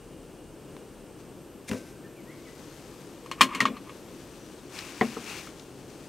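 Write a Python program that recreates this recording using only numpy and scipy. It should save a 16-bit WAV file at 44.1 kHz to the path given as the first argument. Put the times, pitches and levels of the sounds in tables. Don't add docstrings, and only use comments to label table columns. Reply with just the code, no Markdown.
import sys
import numpy as np
from scipy import signal
from scipy.fft import rfft, irfft
from scipy.io import wavfile
from scipy.ndimage import uniform_filter1d

SR = 44100
rng = np.random.default_rng(int(sys.argv[2]) if len(sys.argv) > 2 else 0)


def to_wav(s):
    ch = np.atleast_2d(s).T
    pcm = np.round(np.clip(ch, -1, 1) * 32767)
    wavfile.write(sys.argv[1], SR, pcm.astype(np.int16))


N = 268524
TIME = np.arange(N) / SR
AGE = TIME[:SR // 2]


# start_s, level_db, contact_pitch_hz, hardness_hz, thump_db
BLOWS = [ (3.2604, -42.5, 1130, 4000, -11), (3.314, -29, 1045, 5500, -14), (3.4090, -9, 1142, 3400, -9),
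         (3.413, -10.5, 2400, 11000, -1), (3.5488, -28, 2230, 10000, 2.5), (3.6041, -15, 2026, 4400, -0.5),
         (3.6541, -17, 1132, 2100, -0.5), (3.684, -42, 1120, 1500, 22), (3.7674, -41.5, 1160, 3000, 3),
         (3.894, -42, 1070, 3000, -2), (4.079, -54.5, 500, 1500, 18), (5.4722, -44, 1310, 4000, 7), ]
# pitch_hz, level_db, t60_s
TABLE_MODES = [(1061, 6.5, 0.13), (1550, -18, 0.086), (1623, 0, 0.11), (1857, 5.5, 0.1), (2200, 4, 0.11),
               (2420, -3, 0.13), (2420, -5, 0.14), (2800, -3, 0.068), (2897, 1, 0.12), (3096, 2, 0.084),
               (3410, -11, 0.18), (3480, -22, 0.16), (3670, -18, 0.071), (4235, 4.5, 0.066),
               (4220, -25, 0.13), (4260, -4, 0.12), (4860, -29, 0.07), (5430, -2, 0.034), (6150, -10, 0.11),
               (7200, -17, 0.054), (7060, -14, 0.092), (7100, -26, 0.11), (7160, -25, 0.14),
               (8600, -10, 0.076), (8400, -6, 0.08), (8900, -18, 0.09)]
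# pitch_hz, level_db, t60_s
TABLE_FLEX = [(128, -12, 0.23), (191, 0.5, 0.13), (227, -4, 0.19), (264.4, 0, 0.18), (339, -11, 0.095),
              (434, -21, 0.078)]
# frequency_hz, level_db
RATTLE = [(60, -38), (200, -11), (480, -10.5), (700, -19), (1050, 6.5), (1500, -1.5), (2300, 1.5),
          (3100, 0.5), (5000, -7.5), (7000, -6.5), (8300, -9), (10000, -11.5), (15000, -18)]
# frequency_hz, level_db
BOOM = [(50, -47), (110, -19), (170, -7), (235, 6), (320, -8), (450, -3.5), (620, -6), (1200, -41)]
# start_s, level_db, contact_pitch_hz
LANDINGS = [(5.011, 1, 1946), (5.1668, -15.5, 1250)]
# pitch_hz, level_db, t60_s
BOTTLE_MODES = [(150, -32.5, 0.17), (216.4, -21, 0.22), (241, -20.5, 0.24), (402, -15.5, 0.042),
                (437, -18.5, 0.11), (758, -24, 0.077), (1026, -14, 0.019)]
# frequency_hz, level_db
BOTTLE_KNOCK = [(120, -22), (300, -7), (420, 6), (600, -8.5), (760, -7), (1100, -8.5), (1450, -23),
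                (1950, -12), (2600, -29), (5000, -48)]
# peak_s, level_db, swell_s, fade_s
SLIDE = [(3.41, -44, 0.021, .06), (3.535, -36, 0.035, 0.053), (3.74, -52, .04, .04),
         (3.9, -50.5, 0.028, 0.018)]
# peak_s, level_db, swell_s, fade_s
CORK_SLIP = [(1.693, -36, 0.0081, .004), (1.72, -48.5, 0.022, 0.068), (1.885, -57.5, 0.044, .04)]
# frequency_hz, level_db
CORK_COLOUR = [(710, -49), (1200, -13), (1530, -10), (2060, 0.5), (2710, -2), (3040, -10), (3840, -4),
               (4360, -9.5), (5320, -5), (6310, -5.5), (7870, -9.5), (8750, -7), (15000, -24)]
# start_s, neck_db, snap_db
POPS = [(1.6954, -32.5, -43), (1.7134, -24.5, -25.5), (1.7337, -41, -33.5), (1.745, -33, -50)]
# frequency_hz, level_db
SNAP_COLOUR = [(350, -27), (600, 2), (754, -9), (988, 2), (1240, -12), (1380, -7), (2790, -5.5),
               (3550, -19), (6250, -23), (15000, -35)]
# pitch_hz, level_db, t60_s
NECK_MODES = [(108.7, -14.5, 0.32), (160, -15, 0.09), (214, 4, 0.068), (255, -4.5, 0.2), (401, -7, 0.11),
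              (506.6, -10, 0.22), (977, -12, 0.071)]
# pitch_hz, level_db, t60_s
GLASS = [(1550, -52, 1.0)]
# start_s, level_db, lowest_hz, highest_hz, t60_s
CLICKS = [(0.766, -33.5, 350, 2800, 0.011), (4.788, -25.5, 1870, 5000, 0.027),
          (5.596, -39, 2200, 5900, .025)]
# frequency_hz, left_minus_right_db
NEAR_BALANCE = [(60, -5), (110, 2.5), (200, 3.5), (380, 4), (700, 3), (1290, 2), (2380, 1), (4400, 4),
                (8120, 4.5), (15000, -1)]
# peak_s, level_db, swell_s, fade_s
SLEEVE = [(1.205, -60, .015, .012), (2.6, -55, 0.2, .65), (4.3, -56.5, 0.49, .5), (4.78, -45, 0.044, 0.19),
          (5.1, -46.5, 0.11, 0.13), (5.335, -43, 0.09, .1), (5.6, -56, .1, .08), (6.05, -55.5, .25, .3)]
# frequency_hz, level_db
SLEEVE_COLOUR = [(300, -32), (800, 1), (1700, -2), (2600, -4), (3500, -4.5), (5000, -5.5), (6200, -5),
                 (8000, -9), (11000, -14.5), (15000, -20)]
# frequency_hz, left_minus_right_db
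SLEEVE_BALANCE = [(60, 1.0), (110, 2.5), (200, -1), (380, 2.5), (700, 2.5), (1290, 7.5), (2380, 6),
                  (4400, 8.5), (8120, 7), (15000, -0.5)]
# start_s, length_s, start_hz, middle_hz, end_hz, level_db
CHIRPS = [(2.032, .05, 1820, 1780, 1560, -55.5), (2.15, .075, 2800, 2300, 1980, -57),
          (2.261, .09, 1784, 2000, 2410, -52), (2.447, 0.068, 2330, 2015, 1850, -53),
          (4.35, .14, 6000, 5850, 5800, -62)]
# pitch_hz, width_hz, level_db, start_s, stop_s
INSECTS = [(8280, 220, -71, -1, 7), (9700, 220, -75, -1, 1.2), (2850, 68, -72.5, -1, 1.06),
           (11660, 370, -73.5, 1.27, 4.37), (12660, 250, -76, .9, 4.7)]
# frequency_hz, level_db
AIR = [(15, -38), (25, -8), (99, -7.5), (140, -2.5), (215, -5.5), (349, -0.5), (378, -5), (469, -4),
       (684, -14), (1750, -23.5), (1900, -27), (2850, -23.5), (3720, -30), (8350, -31), (15500, -39.5)]
# frequency_hz, side_minus_mid_db
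AIR_SIDE = [(60, -8), (110, -14), (200, -19), (380, -11.5), (700, -3), (1290, -16), (2380, -16), (4400, -6),
            (8120, 7.5), (15000, -11)]
# frequency_hz, left_minus_right_db
AIR_BALANCE = [(60, 1.5), (110, 0), (200, 7), (380, 2.5), (700, 1.5), (1290, 3.5), (2380, 1), (4400, 3.5),
               (8120, 0.5), (15000, -0.5)]

RATTLE_T60_S, CRACK_DB = 0.11, 3
CLACK_DB, CLACK_AT_HZ, CLACK_DB_PER_OCTAVE = 16, 2500, -4
BASE_DB, BASE_CLACK_DB, BASE_THUMP_DB, BASE_HARD_HZ = -20, 13, 4, 1200
NECK_LAG_S = 0.00199
SWISH_HZ, SWISH_WIDTH_HZ = 2500, 870
SWISH_FULL_DB, SWISH_SLOPE = -42.5, 1.74
AIR_DB = -47
RUMBLE_DB, RUMBLE_END_S, RUMBLE_T60_S = -59.5, 1.1, 0.6
TOP_HZ = 15700


def undb(db):
    return 10 ** (np.asarray(db) / 20)


def unit(x):
    return x / np.sqrt(np.mean(x ** 2))


def freqs(x):
    return np.maximum(np.fft.rfftfreq(len(x), 1 / SR), 1)


def colour(x, points, power=1):
    hz, db = np.transpose(points)
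    level_db = np.interp(np.log(freqs(x)), np.log(hz), db)
    return irfft(rfft(x) * undb(power * level_db), len(x))


def band(hz, width_hz):
    noise = rng.standard_normal(N)
    distance = 2 * (freqs(noise) - hz) / width_hz
    return unit(irfft(rfft(noise) / (1 + distance ** 4), N))


def walk(rate):
    hold = int(SR / rate)
    steps = np.repeat(rng.standard_normal(N // hold + 1), hold)
    return 1.04 * uniform_filter1d(steps, hold)[:N]


def grains(rate, spread_db):
    happens = rng.random(N) < rate / SR
    size = rng.standard_normal(N)
    return happens * size * undb(spread_db * rng.standard_normal(N))


def fade(t60, rise):
    return (1 - np.exp(-AGE / rise)) * np.exp(-np.log(1000) * AGE / t60)


def ring(modes, rise, scatter_db=0, scatter_phase=0, detune=0):
    chance = rng.standard_normal((len(modes), 3))
    out = np.zeros(len(AGE))
    for (hz, db, t60), (size, phase, pitch) in zip(modes, chance):
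        angle = 2 * np.pi * hz * (1 + detune * pitch) * AGE + scatter_phase * phase
        out += undb(db + scatter_db * size) * fade(t60, rise) * np.sin(angle)
    return out


def burst(points):
    return unit(colour(rng.standard_normal(len(AGE)), points))


def swells(rows):
    power = np.zeros(N)
    for peak_s, db, swell_s, fade_s in rows:
        width_s = np.where(TIME < peak_s, swell_s, fade_s)
        power += undb(db) ** 2 * np.exp(-((TIME - peak_s) / width_s) ** 2)
    return np.sqrt(power)


def add(track, s, sound):
    i = int(s * SR)
    track[i:i + len(sound)] += sound[:N - i]


def place(x, balance):
    return np.array([colour(x, balance, .5), colour(x, balance, -.5)])


def table():
    out = np.zeros(N)
    for s, db, hz, hard_hz, thump_db in BLOWS:
        clack_db = CLACK_DB + CLACK_DB_PER_OCTAVE * np.log2(hard_hz / CLACK_AT_HZ)
        add(out, s, undb(db) * knock(hz, hard_hz, clack_db, thump_db))
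    return out


def knock(hz, hard_hz, clack_db, thump_db):
    clack = fade(t60=.016, rise=0.0012) * np.sin(2 * np.pi * hz * AGE)
    top = undb(-15) * ring(TABLE_MODES, rise=0.0015, scatter_db=2.5, scatter_phase=np.pi, detune=0.0018)
    rattle = undb(-4) * burst(RATTLE) * fade(RATTLE_T60_S, rise=0.0016)
    crack = undb(CRACK_DB) * burst(RATTLE) * fade(t60=.013, rise=.0002)
    soft = signal.butter(1, min(hard_hz, SR / 2 - 1), fs=SR)
    bright = signal.lfilter(*soft, top + rattle + crack)
    blur = signal.butter(1, min(6 * hard_hz, SR / 2 - 1), fs=SR)
    bright = signal.lfilter(*blur, bright)
    flex = undb(-10.5) * ring(TABLE_FLEX, rise=0.013, scatter_db=3, scatter_phase=0.59)
    boom = undb(-13) * burst(BOOM) * fade(t60=0.2, rise=0.0089)
    return undb(clack_db) * clack + bright + undb(thump_db) * (flex + boom)


def bottle():
    out = np.zeros(N)
    for s, db, hz in LANDINGS:
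        base = undb(BASE_DB) * knock(hz, BASE_HARD_HZ, BASE_CLACK_DB, BASE_THUMP_DB)
        thud = undb(-14.5) * burst(BOTTLE_KNOCK) * fade(t60=0.08, rise=0.0066)
        low_ring = ring(BOTTLE_MODES, rise=0.0025)
        add(out, s, undb(db) * (base + thud + low_ring))
    return out


def cork():
    squeak = unit(colour(grains(rate=12000, spread_db=1.5), CORK_COLOUR))
    out = swells(CORK_SLIP) * squeak
    for s, neck_db, snap_db in POPS:
        snap_gain = fade(t60=0.014, rise=.0003) + undb(-13) * fade(t60=0.16, rise=0.0045)
        snap = burst(SNAP_COLOUR) * snap_gain
        tick = undb(-3) * burst(CORK_COLOUR) * fade(t60=0.0078, rise=.0003)
        boom = undb(-10) * burst(BOOM) * fade(t60=0.31, rise=0.0035)
        neck = ring(NECK_MODES, rise=0.0011)
        add(out, s, undb(snap_db) * (snap + tick))
        add(out, s + NECK_LAG_S, undb(neck_db) * (neck + boom))
    add(out, POPS[1][0], ring(GLASS, rise=.002))
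    return out


def slide():
    slips = grains(rate=2500, spread_db=3)
    rasp_colour = [(600, -17), (1100, 1), (1500, -1), (2500, 5.0),
                   (3200, -4), (4200, -14), (9000, -23), (15000, -34)]
    rasp = undb(-4) * unit(colour(slips, rasp_colour))
    drone = undb(-1) * band(1120, 310)
    return swells(SLIDE) * (rasp + drone)


def clicks():
    out = np.zeros(N)
    for s, db, low_hz, high_hz, t60 in CLICKS:
        snap = rng.standard_normal(len(AGE)) * fade(t60, rise=.0001)
        body = signal.butter(2, [low_hz, high_hz], "band", fs=SR, output="sos")
        add(out, s, undb(db + 5) * signal.sosfilt(body, snap))
    return out


def sleeves():
    stroke = swells(SLEEVE)
    fibres = grains(rate=12000, spread_db=1.5)
    hiss = unit(colour(fibres, SLEEVE_COLOUR))
    swish_gain = (stroke / undb(SWISH_FULL_DB)) ** SWISH_SLOPE
    swish = swish_gain * band(SWISH_HZ, SWISH_WIDTH_HZ)
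    unevenness = undb(.9 * walk(25))
    return (hiss + swish) * stroke * unevenness


def chirps():
    out = np.zeros(N)
    for s, length, start_hz, middle_hz, end_hz, db in CHIRPS:
        progress = np.linspace(0, 1, int(length * SR))
        glide_hz = np.interp(progress, [0, .5, 1], [start_hz, middle_hz, end_hz])
        hz = glide_hz * (1 + 0.0345 * walk(500)[:len(progress)])
        whistle = np.sin(2 * np.pi * np.cumsum(hz) / SR)
        add(out, s, undb(db) * np.sin(np.pi * progress) * whistle)
    echoes = rng.standard_normal(len(AGE)) * fade(t60=0.53, rise=0.0092)
    echoes = echoes / np.sqrt(np.sum(echoes ** 2))
    return out + undb(-2) * signal.fftconvolve(out, echoes)[:N]


def insects():
    out = np.zeros(N)
    for hz, width_hz, db, start, stop in INSECTS:
        flutter_db = walk(14)
        singing = np.clip(np.minimum(TIME - start, stop - TIME) / .2, 0, 1)
        out += undb(db + flutter_db) * singing * band(hz, width_hz)
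    return out


def rush():
    noise = unit(colour(rng.standard_normal(N), AIR))
    return noise * undb(AIR_DB + .5 * walk(4.99))


def air():
    mid, side = rush(), rush()
    hump = undb(-54.5 + walk(14)) * band(334, 210)
    dying = np.exp(-np.log(1000) * np.maximum(TIME - RUMBLE_END_S, 0) / RUMBLE_T60_S)
    rumble = undb(RUMBLE_DB) * dying * band(34, 9)
    width = undb(-8) * colour(side, AIR_SIDE) * np.array([[1], [-1]])
    return place(mid, AIR_BALANCE) + hump + rumble + width


def scene():
    near = place(table() + bottle() + slide() + cork() + clicks(), NEAR_BALANCE)
    cloth = place(sleeves(), SLEEVE_BALANCE)
    insect_width = undb(-17) * insects() * np.array([[1], [-1]])
    far = chirps() + insects() + insect_width
    return near + cloth + far + air()


def record(dry):
    thinned = signal.sosfilt(signal.butter(4, 33, "high", fs=SR, output="sos"), dry)
    rounded = thinned / (1 + thinned ** 6) ** (1 / 6)
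    return signal.sosfilt(signal.ellip(10, .2, 80, TOP_HZ, fs=SR, output="sos"), rounded)


dry = scene()
out = record(dry)
to_wav(out)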